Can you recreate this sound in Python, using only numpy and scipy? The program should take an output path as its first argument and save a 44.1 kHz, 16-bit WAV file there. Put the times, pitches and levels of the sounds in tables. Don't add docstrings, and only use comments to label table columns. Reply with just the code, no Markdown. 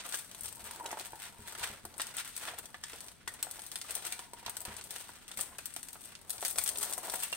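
import sys
import numpy as np
from scipy import signal
from scipy.fft import rfft, irfft
from scipy.io import wavfile

SR = 44100
rng = np.random.default_rng(int(sys.argv[2]) if len(sys.argv) > 2 else 0)


def inscribe(sig):
    pcm = np.round(np.clip(np.atleast_2d(sig).T, -1, 1) * 32767)
    wavfile.write(sys.argv[1], SR, pcm.astype(np.int16))


N = 324576

# low_hz, high_hz
SHEET_BANDS = [(350, 1200), (1200, 2800), (2800, 6500), (6500, 17500)]
SHEET_PLACES = [6, 2.5, -1.5, 6, 4, -1.5]
# time_s, level_db (relative)
CANVAS_FLEX = [(0, -54.5), (.28, -67), (.56, -57.5), (.9, -52), (1.2, -63), (1.35, -62), (1.64, -50),
               (1.82, -68.5), (2.02, -55), (2.33, -67), (2.48, -50.5), (2.8, -74), (3.07, -58), (3.22, -90),
               (3.3, -63.5), (3.5, -56.5), (3.67, -68), (4.04, -51), (4.28, -84), (4.5, -57), (4.68, -53.5),
               (5.25, -70), (5.4, -56), (5.7, -67.5), (6.05, -65), (6.25, -64), (6.46, -56), (6.83, -50),
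               (7.13, -49), (7.26, -68), (7.36, -60)]
# start_s, level_db (relative), pitch_hz, ring_db (ring against level_db)
CANVAS_KNOCKS = [(0.063, -40, 750, -6), (0.141, -31, 1626, -0.5), (0.347, -43, 1280, -9),
                 (0.8, -38.5, 920, 1), (0.857, -32.5, 920, -2), (0.908, -34.5, 1930, -2),
                 (0.929, -28, 890, -6), (0.972, -32, 880, -13), (1.133, -35.5, 885, 3.5),
                 (1.552, -32, 1870, -8), (1.617, -40, 970, 5), (1.851, -32, 403, -5.5),
                 (1.982, -50, 1200, -6), (1.998, -24.5, 1860, -4), (2.166, -38, 1280, -10),
                 (2.744, -32.5, 1710, -4.5), (2.837, -37, 1750, -1), (2.933, -36, 470, -4),
                 (3.276, -27.5, 1860, -1.5), (3.39, -47, 2090, -4), (3.469, -36.5, 770, 0),
                 (3.588, -42.5, 896, -1), (3.847, -42, 1220, -1), (3.899, -38, 711, -8),
                 (3.974, -49, 1490, -6), (4.061, -36, 1460, -6), (4.123, -35, 2300, 1),
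                 (4.193, -34.5, 970, -5), (4.334, -37, 940, -1), (4.429, -47, 925, 1),
                 (4.462, -38.5, 1020, 1), (4.481, -33.5, 930, -1), (4.568, -39.5, 1460, -4),
                 (4.656, -34.5, 930, -6), (4.962, -33.5, 1680, -13), (5.008, -39.5, 1730, -6),
                 (5.092, -38, 970, -6), (5.309, -42.5, 934, -9), (5.373, -35.5, 2180, 0),
                 (5.392, -29, 1280, -10), (5.55, -45, 1730, -12), (5.587, -30.5, 2560, -11),
                 (5.764, -38, 794, -2.5), (5.956, -39.5, 1290, -6), (6.294, -46, 746, -2),
                 (6.427, -28.5, 740, -11), (6.45, -27.5, 1510, -13), (6.559, -39, 581, -8),
                 (6.583, -25.5, 2260, -3), (6.919, -35, 974, -13), (6.978, -29, 727, -6),
                 (7.082, -32, 920, -12), (7.138, -26.5, 950, -5.5), (7.232, -28, 2690, -1.5),
                 (7.327, -22, 2750, -0.5)]


def amp(db):
    return 10 ** (np.asarray(db) / 20)


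def rms_one(x):
    return x / np.sqrt(np.mean(x ** 2) + 1e-20)


def drift(rate_hz):
    r = np.exp(-2 * np.pi * rate_hz / SR)
    noise = rng.standard_normal(N + SR)
    settled = signal.lfilter([1], [1, -2 * r, r * r], noise)[SR:]
    return rms_one(settled)


def band(x, low_hz, high_hz):
    sos = signal.butter(2, [low_hz, high_hz], "band", fs=SR, output="sos")
    return signal.sosfilt(sos, x) * np.sqrt(SR / 2 / (high_hz - low_hz))


def colour(x, peaks):
    for hz, width_hz, db in peaks:
        a = amp(db / 2)
        w = 2 * np.pi * hz / SR
        k = np.tan(np.pi * width_hz / SR)
        numerator = [1 + k * a, -2 * np.cos(w), 1 - k * a]
        denominator = [1 + k / a, -2 * np.cos(w), 1 - k / a]
        x = signal.lfilter(numerator, denominator, x)
    return x


def room_tone(alike):
    # (relative, per Hz)
    murmur = np.array([(15, -22), (27, -6.5), (79, -3.5), (130, -5), (250, -6.5), (420, -12.5),
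                       (900, -21.5), (5000, -23.5), (9000, -39)])
    level_db = -62
    hz = np.fft.rfftfreq(N, 1 / SR) + 1
    gain = amp(np.interp(np.log(hz), np.log(murmur[:, 0]), murmur[:, 1]))
    mid, side = irfft(rfft(rng.standard_normal((2, N))) * gain, N)
    ports = np.sqrt(1 + alike) * mid + np.sqrt(1 - alike) * side * [[1], [-1]]
    return amp(level_db) * rms_one(ports)


def handling():
    # time_s, film_db (crackle), scrape_db (low paper), both relative
    work = [(0, -45, -38), (.07, -55, -55.5), (.16, -38, -49.5), (.28, -61, -66), (.48, -44, -58),
            (.56, -52.5, -59.5), (.71, -46, -50.5), (.83, -52.5, -61), (.95, -51.5, -52), (1.07, -44, -48),
            (1.14, -53, -60), (1.23, -46, -47.5), (1.35, -62, -64.5), (1.45, -46, -49),
            (1.57, -48.5, -50.5), (1.642, -41.5, -38.5), (1.81, -66, -66.5), (1.86, -60, -58),
            (1.95, -62, -68), (2.02, -44.5, -47), (2.14, -51.5, -55), (2.19, -43.5, -42),
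            (2.33, -51.5, -58), (2.478, -47, -43.5), (2.71, -61, -68), (2.81, -61.5, -62),
            (2.87, -50.5, -50), (3.07, -52, -65), (3.23, -71, -61), (3.3, -56, -69), (3.37, -54.5, -56.5),
            (3.5, -54.5, -53.5), (3.65, -54, -62), (3.7, -48.5, -59), (4.04, -46.5, -48),
            (4.18, -51.5, -55), (4.29, -66, -70), (4.42, -55, -57.5), (4.48, -59.5, -50),
            (4.62, -54, -58.5), (4.67, -55, -47.5), (4.86, -50, -59.5), (5, -48, -55.5), (5.25, -64, -61),
            (5.4, -37, -52.5), (5.52, -69, -61.5), (5.59, -53, -56), (5.74, -55, -54.5), (5.91, -55.5, -67),
            (6.03, -50, -63), (6.14, -58, -55), (6.26, -64, -72), (6.32, -49, -66), (6.39, -51, -69),
            (6.46, -28.5, -44.5), (6.54, -45, -70), (6.68, -39.5, -45.5), (6.74, -47, -61.5),
            (6.83, -38.5, -48), (6.9, -41.5, -55), (7.031, -47, -53), (7.13, -39, -51),
            (7.25, -41.5, -48.5), (7.3, -47.5, -54.5), (7.36, -44, -49)]
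    film_share = 0.49
    t = np.arange(N) / SR
    s, film_db, scrape_db = np.transpose(work)
    hiss_db = film_share * film_db + (1 - film_share) * scrape_db
    canvas = np.interp(t, *np.transpose(CANVAS_FLEX))
    others = [np.interp(t, s, level_db) for level_db in (scrape_db, hiss_db, film_db)]
    return np.array([canvas] + others)


def rustle(grains_per_s, spread_db, smooth, clump_db):
    radiated = np.array([-3, -2, -2.5, -5.5])
    out = np.zeros((len(SHEET_PLACES), len(SHEET_BANDS), N))
    share = np.array(smooth)[:, None]
    together = drift(30)
    for k in range(len(SHEET_PLACES)):
        clump = amp(clump_db * (0.83 * together + drift(20)))
        born = rng.random(N) < grains_per_s * clump / SR
        sizes = amp(spread_db * np.minimum(rng.exponential(1, N), 4))
        grains = rms_one(born * sizes * rng.choice([-1, 1], N))
        friction = rms_one(clump * rng.standard_normal(N))
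        patches = amp(3.2 * np.array([drift(9) for edges in SHEET_BANDS]))
        out[k] = share * patches * friction + np.sqrt(1 - share ** 2) * grains
    return out * amp(handling() + radiated[:, None]) / np.sqrt(len(SHEET_PLACES))


def creases():
    # start_s, film_db, tick_db (paper under it), both relative
    film_snaps = [(0.0643, -29, -66), (0.0904, -29, -48), (0.1246, -31, -41), (0.1441, -26, -36),
                  (0.314, -37, -48.5), (0.3481, -34, -48.5), (0.409, -24.5, -65), (0.435, -27.5, -64),
                  (0.4574, -29, -47), (0.557, -33, -70), (0.6414, -30, -60), (0.8608, -31, -38.5),
                  (0.9146, -28.5, -45), (0.9972, -30, -42.5), (1.8527, -27, -51.5), (1.941, -49, -52.5),
                  (1.9806, -27.5, -60), (2.0055, -36, -36.5), (2.0176, -25, -35), (2.069, -31, -45),
                  (2.1685, -23, -49), (2.1842, -28, -40), (2.365, -25.5, -45), (2.3774, -25.5, -49),
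                  (2.587, -27, -49), (2.6565, -35, -49), (2.838, -44, -37.5), (2.933, -51, -45),
                  (3.0058, -31.5, -47.5), (3.0839, -41, -46), (3.2783, -29, -38.5), (3.3395, -32, -60),
                  (3.4281, -18, -36), (3.512, -23.5, -50), (3.5936, -38, -46.5), (3.6192, -32, -51),
                  (3.6652, -31, -52), (3.7166, -30, -42.5), (3.7574, -26, -37), (3.8146, -32, -40),
                  (3.9077, -24, -42.5), (3.9523, -19, -42.5), (3.967, -32, -48), (4.0514, -25, -44),
                  (4.0671, -24, -45), (4.1239, -24, -38.5), (4.1923, -34, -43), (4.335, -31, -53),
                  (4.463, -35, -37), (4.4964, -23, -47), (4.5686, -23.5, -45), (4.6054, -30, -48),
                  (4.6165, -28, -62), (4.652, -25, -42.5), (4.7666, -29, -50), (4.812, -52, -45),
                  (4.84, -29.5, -56), (4.9076, -26.5, -45), (4.962, -30.5, -43.5), (5.2803, -41, -48),
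                  (5.3153, -38, -42.5), (5.3742, -27, -52), (5.4106, -17, -42.5), (5.5842, -28.5, -47),
                  (5.6575, -21, -45), (5.7394, -31, -57), (5.7635, -25, -40.5), (5.8302, -27.5, -46.5),
                  (5.8863, -33, -47.5), (5.9312, -30.5, -57), (6.0396, -43, -53), (6.057, -37, -60),
                  (6.1529, -54, -44), (6.215, -39, -69), (6.2964, -23, -46.5), (6.3046, -17, -42),
                  (6.3294, -32, -49), (6.381, -54.5, -45), (6.408, -30, -50), (6.427, -37, -41),
                  (6.4504, -17.5, -34), (6.5106, -20.5, -49), (6.559, -32, -43.5), (6.5786, -25, -46),
                  (6.5853, -13, -32.5), (6.6148, -36, -44), (6.6384, -16.5, -55), (6.6615, -26, -38),
                  (6.6771, -16.5, -37.5), (6.6903, -17.5, -36), (6.7582, -38, -42), (6.773, -22, -47),
                  (6.785, -21, -45), (6.811, -27, -48), (6.8294, -18, -38), (6.8527, -27, -54),
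                  (6.9261, -24, -42.5), (6.9352, -21, -41), (6.98, -18.5, -51), (7.0986, -24, -39),
                  (7.1397, -19.5, -58), (7.1944, -45, -64), (7.235, -16.5, -48), (7.319, -32, -59),
                  (7.3307, -32, -53)]
    film_trim_db, film_t60_s = -16, 0.02
    tick_trim_db = 0.5 - 11 * np.array([2, 1, 0])
    knock_trim_db, knock_t60_s = -10.5, 0.026
    fall_db_per_octave = 7
    centres_hz = np.sqrt(np.prod(SHEET_BANDS, axis=1))
    rows = []
    for s, film_db, tick_db in film_snaps:
        rows.append((s, *(tick_db + tick_trim_db), film_db + film_trim_db, film_t60_s))
    for s, db, pitch_hz, ring_db in CANVAS_KNOCKS:
        octaves_away = np.abs(np.log2(centres_hz / pitch_hz))
        rows.append((s, *(db + knock_trim_db - fall_db_per_octave * octaves_away), knock_t60_s))
    return rows


def snaps(tick, creak_s):
    length, lead_in = 4096, 256
    out = np.zeros((len(SHEET_PLACES), len(SHEET_BANDS), N + length))
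    t = (np.arange(length) - lead_in) / SR
    for s, *levels_db, t60_s in creases():
        envelope = np.where(t < 0, np.exp(t / creak_s), amp(-60 * t / t60_s))
        burst = rng.standard_normal(length) ** 3 / 4 * envelope
        burst[lead_in] = tick
        burst *= np.sqrt(.008 * SR / np.sum(burst ** 2))
        at = round(s * SR)
        place = rng.integers(len(SHEET_PLACES))
        out[place, :, at:at + length] += amp(levels_db)[:, None] * burst
    return out[..., lead_in:N + lead_in]


def hollow():
    # time_s, level_db (relative)
    pocket_level = [(0, -85), (.45, -91), (.57, -64), (.7, -56.5), (.85, -50.5), (1.0, -63), (1.2, -65),
                    (1.35, -60), (1.45, -62.5), (1.65, -71), (1.78, -90), (3.95, -87), (4.2, -60),
                    (4.3, -60.5), (4.5, -68), (4.72, -58), (4.9, -77), (6.5, -95), (6.85, -83),
                    (7.15, -47.5), (7.36, -75)]
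    # centre_hz, width_hz, gain_db
    pocket_modes = [(740, 130, -8.5), (940, 120, -3)]
    ring_t60_s = .03
    rings, t = np.zeros(N + 4096), np.arange(4096) / SR
    for s, db, pitch_hz, ring_db in CANVAS_KNOCKS:
        decay = amp(db + ring_db - 60 * t / ring_t60_s)
        rings[round(s * SR):][:4096] += decay * np.sin(2 * np.pi * pitch_hz * t)
    level = amp(np.interp(np.arange(N) / SR, *np.transpose(pocket_level)))
    air = np.zeros(N)
    for hz, width_hz, db in pocket_modes:
        noise = band(rng.standard_normal(N), hz - width_hz / 2, hz + width_hz / 2)
        air += amp(db + 4.8 * drift(25)) * noise
    return rings[:N] + level * air


def bumps():
    # start_s, level_db (relative), hardness_db_per_octave
    pushes = [(0.423, -54.5, -10), (0.631, -53, -5), (1.393, -47.5, -4), (1.609, -55.5, -13),
              (1.701, -50.5, -1), (1.842, -52.5, -5), (4.387, -57, -3), (4.462, -51.5, -1.5),
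              (4.681, -44.5, -3), (4.87, -63, 3), (5.378, -52, -1.5), (6.574, -63, -18), (6.778, -64, 13)]
    # frequency_hz, level_db (relative), t60_s
    table_modes = [(77.3, -1.5, 0.41), (109, 1, 0.25), (151, 2, 0.14), (217.4, 7, 0.23), (322, 3.5, 0.06),
                   (410, 3, 0.3)]
    s, push_db, hardness = np.transpose(pushes)
    drag_db = np.interp(np.arange(N) / SR, *np.transpose(CANVAS_FLEX)) - 53.5
    drag = amp(drag_db) * rng.standard_normal(N)
    out = np.zeros(N)
    for hz, level_db, t60_s in table_modes:
        force = amp(level_db) * drag
        force[(s * SR).astype(int)] += amp(push_db + level_db - 9 + hardness * np.log2(hz / 150))
        r = amp(-60 / (t60_s * SR))
        w = 2 * np.pi * hz / SR
        out += signal.lfilter([0, np.sin(w)], [1, -2 * r * np.cos(w), r * r], force)
    return out


def echoes(lead, near_db, near_t60, room_db, room_t60, alike_hz):
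    t = np.arange(SR // 3) / SR
    envelope = amp(near_db - 60 * t / near_t60) + amp(room_db - 60 * t / room_t60)
    shared, *own = rng.standard_normal((3, len(t)))
    differing = signal.lfilter(*signal.butter(1, alike_hz, "high", fs=SR), np.array(own) - shared)
    reflected = envelope * (shared + differing) * (t > .0006)
    arrival = np.arange(len(t)) - 8 - np.array([[lead / 2], [-lead / 2]])
    direct = np.sinc(arrival) * (np.abs(arrival) < 8)
    return reflected + direct


def scene():
    # centre_hz, width_hz, gain_db
    sheet_air = [(714, 48, 1.5), (914, 140, 3), (1084, 55, -6), (1330, 220, -2), (2490, 800, -3)]
    slips = rustle(grains_per_s=250, spread_db=8.0, smooth=[0.91, 0.75, 0.83, 0.2], clump_db=4.0)
    slips += snaps(tick=11.2, creak_s=0.0006)
    radiated = sum((-1) ** b * band(slips[:, b], *edges) for b, edges in enumerate(SHEET_BANDS))
    sheet = colour(radiated, sheet_air)
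    sheet[0] += hollow()
    out = room_tone(alike=0.33) + bumps()
    for sound, lead in zip(sheet, SHEET_PLACES):
        path = echoes(lead, near_db=-23, near_t60=0.047, room_db=-39.5, room_t60=0.51, alike_hz=1330)
        heard = signal.fftconvolve(sound[None], path, axes=1)[:, 8:N + 8]
        out = out + amp(-4.0) * heard
    return out


def record(dry):
    # centre_hz, width_hz, gain_db
    left_port = [(5800, 5000, -8), (8280, 1960, 15), (9410, 2150, 6.5)]
    # centre_hz, width_hz, gain_db
    right_port = [(6350, 850, 10), (7540, 3200, -13.5), (9550, 1600, 1), (13900, 820, 6)]
    step_hz, stop_hz = 15750, 16990
    ports = np.array([colour(dry[0], left_port), colour(dry[1], right_port)])
    below = signal.sosfiltfilt(signal.cheby1(10, .3, step_hz, fs=SR, output="sos"), ports)
    stepped = below + amp(-16) * (ports - below)
    return signal.sosfilt(signal.cheby2(18, 60, stop_hz, fs=SR, output="sos"), stepped)


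dry = scene()
out = record(dry)
inscribe(out)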